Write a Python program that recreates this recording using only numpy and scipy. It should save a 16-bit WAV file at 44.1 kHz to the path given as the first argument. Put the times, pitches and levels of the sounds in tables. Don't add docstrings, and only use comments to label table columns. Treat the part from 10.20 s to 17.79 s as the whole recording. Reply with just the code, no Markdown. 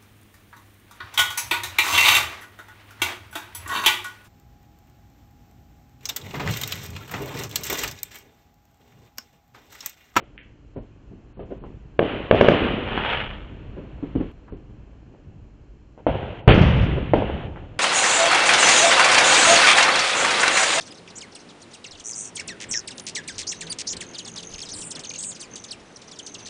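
import sys
import numpy as np
from scipy import signal
from scipy.fft import rfft, irfft
from scipy.io import wavfile
from scipy.ndimage import uniform_filter1d

SR = 44100
rng = np.random.default_rng(int(sys.argv[2]) if len(sys.argv) > 2 else 0)


def amplitude_ratio(level_db):
    exponent = np.asarray(level_db, float) / 20
    return 10 ** exponent


def master_out(mix):
    frames = np.transpose(np.atleast_2d(mix))
    ceiling = np.clip(frames, -1, 1)
    pcm = np.round(ceiling * 32767).astype(np.int16)
    wavfile.write(sys.argv[1], SR, pcm)


N = 334719
CUT_S = 4.117


def curve(rows, column=1):
    rows = np.array(rows)
    return np.interp(np.arange(N) / SR, rows[:, 0], rows[:, column])


def coloured(x, spectrum):
    hz, level_db = np.transpose(spectrum)
    grid = np.maximum(np.fft.rfftfreq(len(x), 1 / SR), 1)
    inside = (grid >= hz[0]) & (grid <= hz[-1])
    gain = amplitude_ratio(np.interp(np.log(grid), np.log(hz), level_db)) * inside
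    y = irfft(rfft(x) * gain, len(x))
    return y / np.sqrt(np.mean(y ** 2) + 1e-20)


def grains(size, per_s, spread_db):
    sizes = amplitude_ratio(spread_db * np.minimum(rng.exponential(1, size), 4))
    sizes *= rng.choice([-1, 1], size)
    x = sizes * (rng.random(size) < per_s / SR)
    return x / np.sqrt(np.mean(x ** 2) + 1e-20)


def fading(size, t60, rise_s):
    t = np.arange(size) / SR
    return amplitude_ratio(-60 * t / max(t60, .03)) * (1 - np.exp(-t / max(rise_s, .001)))


# f/Hz, level/dB per Hz
NIGHT_SPECTRUM = [(180, -32), (300, 5.5), (355, -12.5), (575, -11.5), (1290, -18.5), (1410, -18),
                  (1770, -20), (1910, -23.5), (2680, -20.5), (3840, -29), (4200, -19.5), (4390, -21.5),
                  (5710, -62), (9660, -120)]
# t/s, level/dB
NIGHT_LEVEL = [(0, -63.5), (1.7, -59.5), (3.3, -53), (4.11, -52), (4.125, -58.5), (5.7, -63.5),
               (7.59, -55.5)]
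# f/Hz, rms level/dB
WHINE = [(2665, -92), (2885, -86), (3106, -86), (4134, -78)]


def night():
    t = np.arange(N) / SR
    sound = coloured(rng.standard_normal(N), NIGHT_SPECTRUM) * amplitude_ratio(curve(NIGHT_LEVEL) + 2)
    for hz, rms_db in WHINE:
        sound += np.sqrt(2) * amplitude_ratio(rms_db) * np.sin(2 * np.pi * hz * t)
    return sound


# f/Hz, level/dB per Hz
BOOM_SPECTRUM = [(32, -39), (55, 2), (124, 2.5), (220, -10), (290, -34), (480, -120)]
UPPER_SPECTRUM = [(120, -20.5), (200, 5), (400, 0.5), (700, -14), (1200, -20)]
GROUND_SPECTRUM = [(12, -22.5), (22, -8), (40, -3), (55, 0.5), (70, -19)]
# boom level/dB, upper level/dB, ground level/dB
TOWN_ROLL = (10, 4, 9.5)
# t/s, boom level/dB, t60/s, upper relative level/dB, ground relative level/dB
ROLLS = [(0.549, -33, 0.32, -1, -2), (.87, -43, 0.32, -17, 1), (1.16, -42, 1.1, 0.5, 4),
         (1.4, -36, 0.72, -3, 0), (1.793, -32.5, 1.2, -6, -11), (1.91, -37.5, 0.63, 12, -7),
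         (2.112, -26.5, 1.9, -1, -12.5), (2.3, -25, 0.76, 3.5, -16), (2.4, -27.5, 1.45, 4, -5),
         (2.7, -34, 0.94, 8, 1), (2.92, -34, 1.6, -18, -2), (3.94, -31, 0.56, -10, 2),
         (4.3, -43.5, 0.69, -11, 8), (4.48, -44, 1, -10, 1), (5.04, -38.5, 0.79, -15.5, -3.5),
         (5.16, -43, 0.47, -12, 4.5), (5.33, -47.5, 0.5, -20, -16.5), (5.48, -55, .6, -1.5, 13.5),
         (5.868, -25.5, 1.3, -23, -22.5), (6.284, -12, 1.17, -25, -13), (6.4, -11.5, 0.71, -10.5, -14),
         (6.54, -17, 1.85, -9, -8), (6.93, -23, 0.57, 1, -5.5), (7.1, -28.5, 1, -4.5, -6)]


def rumble():
    power = amplitude_ratio(curve(NIGHT_LEVEL) + np.array(TOWN_ROLL)[:, None]) ** 2
    for s, boom_db, t60, upper_db, ground_db in ROLLS:
        at = round(s * SR)
        end = round(CUT_S * SR) if s < CUT_S else N
        levels = amplitude_ratio(boom_db + np.array([[0], [upper_db], [ground_db]]))
        power[:, at:end] += (levels * fading(end - at, t60, rise_s=0.019)) ** 2
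    boom = coloured(grains(N, 300, 2.3), BOOM_SPECTRUM)
    upper = coloured(grains(N, 500, 3.6), UPPER_SPECTRUM)
    ground = coloured(rng.standard_normal(N), GROUND_SPECTRUM)
    return np.sum(np.sqrt(power) * [boom, upper, ground], axis=0)


# f/Hz, level/dB per Hz
WASH_SPECTRUM = [(300, -23.5), (500, 1), (800, -6.5), (1300, -7.5), (2200, -9.5), (3000, -6.5), (3700, -14),
                 (4300, -18), (6000, -35), (8000, -54)]
# front steepness/1, early clutter level/dB, swell/s, hiss t60/s, hiss hold/s,
# clutter t60/pulse cycles
SITES = dict(east=(2.45, -8, 0.06, 1.3149, 1.5, 339.5), west=(0.37, 3.2, 0.0036, 2.1, 0.33, 735),
         big=(1, -10, 0.12, 1.5, 1.5, 251.5), far=(0.54, -5.5, -0.64, 0.84, -2, 119),
         thud=(0.05, -8, -1.9, 1.2, 1.5, 75), snap=(-0.5, -7, -1.5, 3.4, 0, 288),
         back=(0.5, -8, -0.4, 0.31, 2.5, 43), thin=(0.64, -20, -3, 1.8, 1.5, 827))


def shells(table, slaps, site, bounce=(0, -99)):
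    steep, early_db, rise_s, hiss_t60, hold_s, cycles = SITES[site]
    size = 2 * SR
    out = np.zeros(N + size)
    t = np.arange(size) / SR
    nearby = 1 + amplitude_ratio(early_db) * np.clip((.04 - t) / 0.013, 0, 1)
    street_end = amplitude_ratio(-11 * np.clip((t - hold_s) / 0.029, 0, 1))
    for s, peak_db, pulse_hz, clutter_db, hiss_db in table:
        turn = 2 * np.pi * np.arange(0, 1, pulse_hz / SR)
        rounded = -np.sin(turn) * np.exp(-.09 * turn)
        shock = rounded / (1 + np.clip(steep, 0, .97) * np.cos(turn))
        sharp = shock / -shock.min()

        paths = grains(size, 2500, 2.0) * fading(size, cycles / pulse_hz, 0.0046) * nearby
        paths *= amplitude_ratio(clutter_db) / np.sqrt(np.sum(rounded ** 2) * 2)
        for delay, slap_db, sign in slaps:
            paths[round(delay * SR)] += sign * amplitude_ratio(slap_db)
        burst = signal.fftconvolve(paths, rounded)[:size]

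        burst[:len(shock)] += .6 * rounded + .5 * sharp
        late = round(bounce[0] * SR)
        burst[late:late + len(shock)] += amplitude_ratio(bounce[1]) * sharp

        wash = coloured(grains(size, 9000, 2.4), WASH_SPECTRUM)
        burst += amplitude_ratio(hiss_db) * wash * fading(size, hiss_t60, rise_s) * street_end

        at = round(s * SR)
        if s < CUT_S:
            burst[round(CUT_S * SR) - at:] = 0
        out[at:at + size] += amplitude_ratio(peak_db) * burst
    return out[:N]


# t/s, peak level/dB, pulse f/Hz, clutter level/dB, hiss level/dB
FAR = [(0, -41, 470, -2, -4), (.908, -43, 267, 2.5, -34), (1.1936, -26, 480, -5.5, -21),
       (1.305, -34.5, 424, 3.5, -13), (1.4388, -30, 840, -12, -19.5), (3.304, -34, 250, -6.5, -41),
       (3.566, -33, 387, 2, -18), (3.705, -50, 246, -7, -32), (4.279, -43.5, 1180, -2, -17),
       (4.3237, -24.5, 301, -10.5, -40), (4.694, -40.5, 293, -19, -33.5), (4.938, -45, 553, -2.5, -19),
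       (5.777, -34, 600, -7, -20), (6.762, -27.5, 401, 4, -30), (7.36, -29.5, 1300, -5, -11)]


def far_pops():
    return shells(FAR, [], "far")


# t/s, peak level/dB, pulse f/Hz, clutter level/dB, hiss level/dB
THUDS = [
    (.5625, -29.5, 414, 2, -35.5),
    (3.827, -21.5, 290, -6.5, -33),
    (3.953, -15, 287, -6, -34),
    (4.0035, -19, 310, -3, -38),
]
# delay t/s, level/dB, sign and weight/1
FLUTTER_SLAPS = [(.0035, 0, 0.85), (.007, 10.5, 0.51), (.0105, -0.5, 1), (0.015, -4.5, 1), (.0175, 0, 0.69)]


def fluttering_thuds():
    return shells(THUDS, FLUTTER_SLAPS, "thud")


# t/s, peak level/dB, pulse f/Hz, clutter level/dB, hiss level/dB
THIN_POP = [(.1783, -23, 2400, -17, -44)]


def thin_pop():
    band = signal.butter(3, [1600, 3300], "band", fs=SR, output="sos")
    return signal.sosfilt(band, shells(THIN_POP, [], "thin"))


# t/s, peak level/dB, pulse f/Hz, clutter level/dB, hiss level/dB
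SNAPS = [(2.7185, -19, 1100, -16, -30), (2.7763, -10, 1300, -16, -30), (2.8493, -12, 1500, -16, -30),
         (2.9331, -11, 1700, -16, -30), (3.1112, -21, 1900, -20, -36)]


def lone_snaps():
    return shells(SNAPS, [], "snap")


# t/s, level/dB
CRACKLE_LEVEL = [(2.42, -34.5), (2.6, -50), (2.68, -34.5), (2.8, -30.5), (2.9, -27), (3.0, -29.5),
                 (3.08, -37), (3.2, -46.5), (3.35, -56)]
# f/Hz, level/dB per Hz
CRACKLE_SPECTRUM = [(150, -15), (400, 6.5), (1000, 7.5), (2000, 4), (3100, 8), (4500, -7.5), (6000, -13)]


def crackle():
    level_db = curve(CRACKLE_LEVEL)
    full_per_s, full_db, follow = 1000, -27.5, .3
    snaps = grains(N, full_per_s * amplitude_ratio(follow * (level_db - full_db)), 3.1)
    scatter = rng.standard_normal(SR // 4) * fading(SR // 4, 0.17, 0.001) * amplitude_ratio(-29.5)
    scatter[0] = 1
    wet = signal.fftconvolve(snaps, scatter)[:N]
    t = np.arange(N) / SR
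    burning = (t > CRACKLE_LEVEL[0][0]) & (t < CRACKLE_LEVEL[-1][0])
    return amplitude_ratio(level_db) * burning * coloured(wet, CRACKLE_SPECTRUM)


# t/s, peak level/dB, pulse f/Hz, clutter level/dB, hiss level/dB
WEST = [
    (5.8669, -3, 586, -20.5, -32.5),
    (6.9355, 2, 586, -24.5, -35),
]
# delay t/s, level/dB, sign/1
WEST_SLAPS = [(.0017, -9, 1), (.0033, -9, 1), (.0044, -6, -1), (.0051, -5, -1), (.0074, -9, -1),
              (.0863, -11, -1), (.0883, -14, -1), (.1634, -15, 1)]


def west_shells():
    return shells(WEST, WEST_SLAPS, "west")


# t/s, peak level/dB, pulse f/Hz, clutter level/dB, hiss level/dB
EAST = [
    (1.7918, 0.5, 460, -19, -26.5),
    (2.111, 5.5, 480, -19.5, -24.5),
    (2.2106, 5.5, 506, -19.5, -26),
    (2.2848, 7.5, 453, -25, -28),
]
# delay t/s, level/dB, sign/1
EAST_SLAPS = [(.002, -10, 1), (.0118, -13, -1), (.017, -14, -1), (.0356, -7, -1)]
# delay t/s, level/dB
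EAST_BOUNCE = (.0018, -7.5)


def east_shells():
    return shells(EAST, EAST_SLAPS, "east", EAST_BOUNCE)


# t/s, peak level/dB, pulse f/Hz, clutter level/dB, hiss level/dB
BIG = [
    (6.2769, 20, 136.3, -33, -38.5),
    (6.2845, -9.5, 396, 0.5, -11),
]
# delay t/s, level/dB, sign/1
BIG_SLAPS = [(.0155, -16, 1), (.0335, -19, 1), (.101, -25, -1), (.1345, -19, -1)]
# t/s, peak level/dB, pulse f/Hz, clutter level/dB, hiss level/dB
RETURNS = [
    (6.2925, 2.5, 321, -21, -16.5),
    (6.3778, -5, 420, -20, -16.5),
    (6.4165, -6.5, 501, -19, -22),
]
# t/s, peak level/dB, pulse f/Hz, clutter level/dB, hiss level/dB
BRIGHT_BURST = [(6.2843, -10.5, 900, -8, -2.5)]


def big_shell():
    returns = shells(RETURNS, [], "back") + shells(BRIGHT_BURST, [], "back")
    return shells(BIG, BIG_SLAPS, "big") + returns


def scene():
    background = night() + rumble()
    distant = far_pops() + fluttering_thuds() + thin_pop()
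    stars = lone_snaps() + crackle()
    near = west_shells() + east_shells() + big_shell()
    return (background + distant + stars + near)[None]


def low_pass(x):
    return signal.sosfilt(signal.butter(12, 15000, fs=SR, output="sos"), x)


# f/Hz, level/dB per Hz
GRIT_SPECTRUM = [(3300, -20.5), (4300, 1.5), (5500, -3), (7400, -18), (8300, -34)]
# start t/s, end t/s
DROPOUTS = [(0, .038), (.17, .23), (.55, .62), (1.13, 1.255), (1.385, 1.455), (1.78, 1.83), (2.1, 2.152),
            (3.945, 4.01), (4.3, 4.365), (5.86, 5.9), (6.21, 6.343), (6.92, 6.965)]


def record(dry):
    top = np.where(dry > 0, .74, 1.0)
    x = top * np.tanh((np.abs(dry) / top) ** 3.499) ** (1 / 3.524) * np.sign(dry)
    x = signal.sosfilt(signal.butter(1, 4, "high", fs=SR, output="sos"), x)
    band = signal.sosfilt(signal.butter(6, 3350, fs=SR, output="sos"), x)

    loudness = signal.sosfilt(signal.butter(1, 7.5, fs=SR, output="sos"), np.abs(x))
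    band = band + amplitude_ratio(-16.5) * loudness ** 2.47 * coloured(rng.standard_normal(N), GRIT_SPECTRUM)

    stray = amplitude_ratio(-72.0) * rng.standard_normal(N) + amplitude_ratio(-15) * x ** 3
    above = signal.cheby2(6, 40, [3300, 8500], "band", fs=SR, output="sos")
    band = band + signal.sosfilt(above, stray)

    low = signal.sosfiltfilt(signal.ellip(10, .1, 60, 4600, fs=SR, output="sos"), band)
    t = np.arange(N) / SR
    kept = 1 - sum((t > start) & (t < end) for start, end in DROPOUTS)
    kept = uniform_filter1d(kept * 1., size=200)
    out = low + kept * (band - low) + amplitude_ratio(-101) * rng.standard_normal(N)
    out[:, round(CUT_S * SR)] += amplitude_ratio(-50)
    return low_pass(np.clip(out, -1, 1))


dry = scene()
out = record(dry)
master_out(out)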